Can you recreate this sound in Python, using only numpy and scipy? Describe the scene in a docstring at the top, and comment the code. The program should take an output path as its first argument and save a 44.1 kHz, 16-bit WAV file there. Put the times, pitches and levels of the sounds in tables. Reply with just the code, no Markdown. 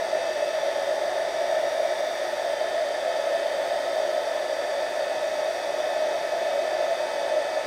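"""Heat gun over a craft table

A hand-held heat gun runs steadily in a small room. Shaped noise gives the turbulent roar and hiss
of barrel and housing; delayed treble gives the echoes of table, clutter and walls. Sines on
multiples of the rotation rate give the motor whine, which slows a little while single tones swell
and fade as the hand moves the gun. One faint sine is the mains hum."""
import sys
import numpy as np
from scipy import signal
from scipy.fft import rfft, irfft, next_fast_len
from scipy.io import wavfile
from scipy.ndimage import map_coordinates

SR = 44100
rng = np.random.default_rng(int(sys.argv[2]) if len(sys.argv) > 2 else 0)


def dump(signal):
    """Clip the signal to [-1, 1] and save it as 16-bit WAV at the path in sys.argv[1]."""
    limited = np.clip(np.atleast_2d(signal).T, -1, 1)
    pcm = np.round(limited * 32767).astype(np.int16)
    wavfile.write(sys.argv[1], SR, pcm)


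N = 337806
TIME_S = np.arange(N) / SR

# Motor tones at rest. Each row: multiple of the rotation rate, level in dB before the motor trim.
MOTOR_ORDERS = [(1, -57.5), (2, -47.5), (4, -59.5), (6, -68), (7, -50.5), (8, -58), (9, -68), (10, -80),
                (11, -57.5), (12, -73), (13, -57), (16, -62), (18, -61), (20, -67), (23, -76), (24, -71),
                (27, -64), (30, -69), (32, -81), (34, -84), (35, -75), (39, -83), (47, -84), (48, -76),
                (52, -85)]
# Tones swelling while the gun's aim favours them. Each row: start in seconds, end in seconds,
# multiple of the rotation rate, level in dB before the motor trim.
TONE_SWELLS = [(0.0, 0.15, 48, -75), (0.0, 0.5, 30, -61), (0.1, 0.7, 16, -55), (0.18, 0.4, 27, -64),
               (0.2, 0.48, 9, -48.5), (0.2, 0.8, 20, -53), (0.3, 0.9, 11, -52), (0.3, 0.9, 47, -73),
               (0.45, 0.8, 12, -52), (1.25, 1.4, 9, -56), (1.3, 2.35, 20, -52), (1.4, 2.04, 8, -50.5),
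               (1.5, 2.127, 13, -51.5), (1.55, 2.4, 48, -69), (1.6, 2, 10, -61), (1.8, 2.2, 30, -66),
               (2.2, 3.6, 6, -56.5), (2.3, 4.7, 9, -55.5), (2.55, 4.2, 11, -51), (2.55, 3.4, 30, -62.5),
               (2.8, 3.6, 34, -71), (3.05, 3.35, 9, -50.5), (3.3, 4.2, 48, -69), (3.5, 3.8, 27, -69),
               (3.55, 4.15, 30, -60.5), (4.4, 5.2, 27, -63), (4.4, 5.6, 30, -64), (4.4, 7.3, 20, -59),
               (4.9, 7.66, 9, -49.5), (5.35, 6.1, 20, -54.5), (5.8, 7.4, 11, -54.5), (5.9, 7.66, 48, -72),
               (6.2, 7.66, 8, -52.5), (6.7, 7.4, 32, -67), (7.05, 7.66, 30, -62)]
# Roar level, wavering slightly and slowly. Each row: time in seconds, level in dB before the air trim.
ROAR_LEVEL = [(0, -25.5), (1.6, -25.5), (2.3, -26.5), (3.1, -26), (4.0, -25.5), (4.6, -26.5), (5.7, -25.5),
              (6.4, -25), (7.66, -26)]
# Turbulence before the resonances. Each row: frequency in Hz, relative spectrum level in dB.
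TURBULENCE_SLOPE = [(20, -19.5), (60, -17.5), (120, -14.5), (260, -9), (330, -3.5), (470, -4), (620, -4),
                    (1020, -4), (2100, -4.5), (2900, -13), (6400, -14.5), (7100, -22.5), (12000, -29),
                    (15300, -34)]
# Resonances of barrel, housing and surrounding space. Each row: centre in Hz, width in Hz, lift in dB.
AIR_RESONANCES = [(362.4, 51, 10), (420.7, 44, 7), (500, 26, 12), (519.3, 12.2, 12), (553.2, 25.3, 11),
                  (572, 39.4, 13.5), (617, 60.2, 23), (665.3, 41.1, 15), (687.3, 14.8, 9.5),
                  (727.8, 45, 20), (790, 26, 9.5), (861.8, 55.5, 11), (914.6, 102, 7.5), (1282, 37, 8.5),
                  (1326, 19, 5), (1452, 8.3, 5.5), (1506, 17, 6.5), (1614, 20, 5.5), (1758, 72, 10.5),
                  (1858, 140, 7.5), (2144, 46, 3.5), (2435, 37, 3.5), (2910, 50, 4.5), (3430, 60, 4.5),
                  (3503, 346, 8.5), (3560, 37, 3), (3717, 210, 6.5), (4672, 440, 8.5), (4650, 21, 5.5),
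                  (4720, 40, 3.5), (5370, 140, 3), (5820, 89, 7.5), (6620, 64, 5), (7930, 510, 4.5),
                  (8590, 630, 9), (9200, 150, 6), (10090, 280, 8), (11200, 250, 4), (13500, 900, 6.5)]
# Hollows where reflections cancel the direct roar. Each row: centre in Hz, width in Hz, cut in dB
# (negative).
REFLECTION_HOLLOWS = [(539, 14, -5), (652, 4.6, -2), (716.6, 13.5, -10), (840, 10, -3)]
# Flanks of the roar as the gun moves. Each row: time in seconds, lower flank in dB, upper flank in dB.
ROAR_FLANKS = [(0, 1, -0.5), (1, 0, 1), (1.7, 1, 4.5), (2.3, -2, -2), (3.1, 2, 4.5), (4.1, 1.5, 0),
               (4.8, 2.5, -5), (5.7, -6, -2), (6.5, -1.5, 3.5), (7.66, 3.5, -2)]
# Highest hiss, beamed, so it dulls as the gun turns. Each row: time in seconds, level in dB.
TOP_HISS_LEVEL = [(0, -2), (2.2, 0), (2.7, -2), (5.5, -0.5), (7.66, -3)]

MAINS_HZ, MAINS_DB = 60.4, -75
SETTLED_HZ, START_EXCESS_HZ, SETTLE_S = 283.75, 5.9, 1.65  # rotation rate, time constant
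SWELL_FADE_DB_PER_S = 29
LOWER_FLANK_HZ, UPPER_FLANK_HZ, FLANK_WIDTH_HZ = 546, 679, 35
TOP_HISS_HZ, CUTOFF_HZ = 9500, 15700
DRIFT_STEP = 40  # samples between drift points


def from_db(db):
    """Decibels to gain."""
    return 10 ** (np.asarray(db) / 20)


def rms_one(x):
    """Scale to unit rms."""
    return x / np.sqrt(np.mean(x ** 2) + 1e-20)


def in_time(rows):
    """Interpolate each column of a curve table at every sample."""
    points_s, *columns = np.transpose(rows)
    return [np.interp(TIME_S, points_s, column) for column in columns]


def drift(rate_hz):
    """Random wander of unit rms: noise through two equal poles at rate_hz."""
    pole = np.exp(-2 * np.pi * rate_hz * DRIFT_STEP / SR)
    noise = rng.standard_normal(N // DRIFT_STEP + 2002)
    slow = signal.lfilter([1], [1, -2 * pole, pole ** 2], noise)[2000:]  # drop the run-in
    return np.interp(np.arange(N) / DRIFT_STEP, np.arange(len(slow)), rms_one(slow))


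def mains_hum():
    """Faint steady sine at the mains frequency."""
    return np.sqrt(2) * from_db(MAINS_DB) * np.sin(2 * np.pi * MAINS_HZ * TIME_S)


def tone_level_db(order, rest_db):
    """Level of one motor tone: rises from rest into each swell, holds and sinks back."""
    db = np.full(N, rest_db, float)
    for start_s, end_s, multiple, swell_db in TONE_SWELLS:
        if round(multiple) == order:
            outside_s = np.abs(TIME_S - np.clip(TIME_S, start_s, end_s))
            db = np.maximum(db, swell_db - SWELL_FADE_DB_PER_S * outside_s)
    return db


def motor_whine(trim_db, speed_jitter, shimmer_db, waver_db_at_order_10):
    """Tones on multiples of the rotation rate; the speed trembles, so high orders are blurred."""
    speed_hz = SETTLED_HZ + START_EXCESS_HZ * np.exp(-TIME_S / SETTLE_S)
    trembling_hz = speed_hz * (1 + speed_jitter * drift(14.6))
    angle_rad = 2 * np.pi * np.cumsum(trembling_hz) / SR
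    whine = np.zeros(N)
    for multiple, rest_db in MOTOR_ORDERS:
        order = round(multiple)
        db = tone_level_db(order, rest_db) + trim_db
        # shorter waves waver more with small moves of the hand
        db = db + waver_db_at_order_10 * np.sqrt(order / 10) * drift(0.91)
        db = db + shimmer_db * drift(27)
        phase_rad = 2 * np.pi * rng.random()
        whine += from_db(db) * np.sin(order * angle_rad + phase_rad)
    return np.sqrt(2) * whine  # levels are rms


def reflections(air, echo_db, sway_s, above_hz, count=14):
    """Table, clutter and walls echo the treble; the paths sway with the hand and comb the hiss."""
    highpass = signal.butter(2, above_hz, "high", fs=SR, output="sos")
    treble = signal.sosfilt(highpass, air)
    hand_s = sway_s * drift(0.21)
    echoes = np.zeros(N)
    # lean: how far, and which way, the hand changes this path; its sign is also the polarity
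    for delay_s, lean in rng.uniform([.004, -1], [.035, 1], (count, 2)):
        read_at = np.arange(N) - SR * (delay_s + lean * hand_s)
        echoes += np.sign(lean) * map_coordinates(treble, [read_at], order=3, mode="wrap")
    return from_db(echo_db) * echoes / np.sqrt(count)


def air_colour(hz):
    """Gain of the air path: turbulence slope, lifted at resonances and cut at hollows."""
    points_hz, points_db = np.transpose(TURBULENCE_SLOPE)
    db = np.interp(np.log(hz + 1), np.log(points_hz), points_db)
    for centre_hz, width_hz, lift_db in AIR_RESONANCES + REFLECTION_HOLLOWS:
        db = db + lift_db / (1 + (2 * (hz - centre_hz) / width_hz) ** 2)
    return from_db(db)


def airflow(trim_db, flutter_db):
    """Turbulent air: coloured noise, a hollow roar near 600 Hz under a bright hiss."""
    size = next_fast_len(N)
    hz = np.arange(size // 2 + 1) * SR / size
    spectrum = rfft(rng.standard_normal(size)) * air_colour(hz)
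    noise = rms_one(irfft(spectrum, size)[:N])
    level_db, = in_time(ROAR_LEVEL)
    mean_db = level_db.mean()
    waver_db = level_db - mean_db
    roar = signal.sosfiltfilt(signal.butter(2, 1000, fs=SR, output="sos"), noise)
    hiss = noise - roar
    # the roar follows the waver fully, the hiss hardly at all
    air = roar * from_db(waver_db) + hiss * from_db(0.033 * waver_db)
    return air * from_db(mean_db + trim_db + flutter_db * drift(1.2))


def shifting_flanks(air):
    """Two peak filters: the gun's position favours now the lower, now the upper side of the roar."""
    out = air
    for centre_hz, db in zip((LOWER_FLANK_HZ, UPPER_FLANK_HZ), in_time(ROAR_FLANKS)):
        b, a = signal.iirpeak(centre_hz, centre_hz / FLANK_WIDTH_HZ, fs=SR)
        out = out + (from_db(db) - 1) * signal.lfilter(b, a, air)
    return out


def dulling_hiss(air):
    """Treble shelf that follows the gun's aim."""
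    highpass = signal.butter(2, TOP_HISS_HZ, "high", fs=SR, output="sos")
    top = signal.sosfiltfilt(highpass, air)
    db, = in_time(TOP_HISS_LEVEL)
    return air + (from_db(db) - 1) * top


def scene():
    """Sum of the air with its echoes, the motor whine and the mains hum."""
    air = airflow(trim_db=-1.01, flutter_db=-0.01)
    air = dulling_hiss(shifting_flanks(air))
    air = air + reflections(air, echo_db=-5.5, sway_s=.00014, above_hz=1040)
    whine = motor_whine(trim_db=-0.95, speed_jitter=0.00018, shimmer_db=1.3, waver_db_at_order_10=0.35)
    return (air + whine + mains_hum())[None]


def record(dry):
    """Steep elliptic low-pass at CUTOFF_HZ."""
    lowpass = signal.ellip(12, .1, 90, CUTOFF_HZ, fs=SR, output="sos")
    return signal.sosfilt(lowpass, dry)


dry = scene()
out = record(dry)
dump(out)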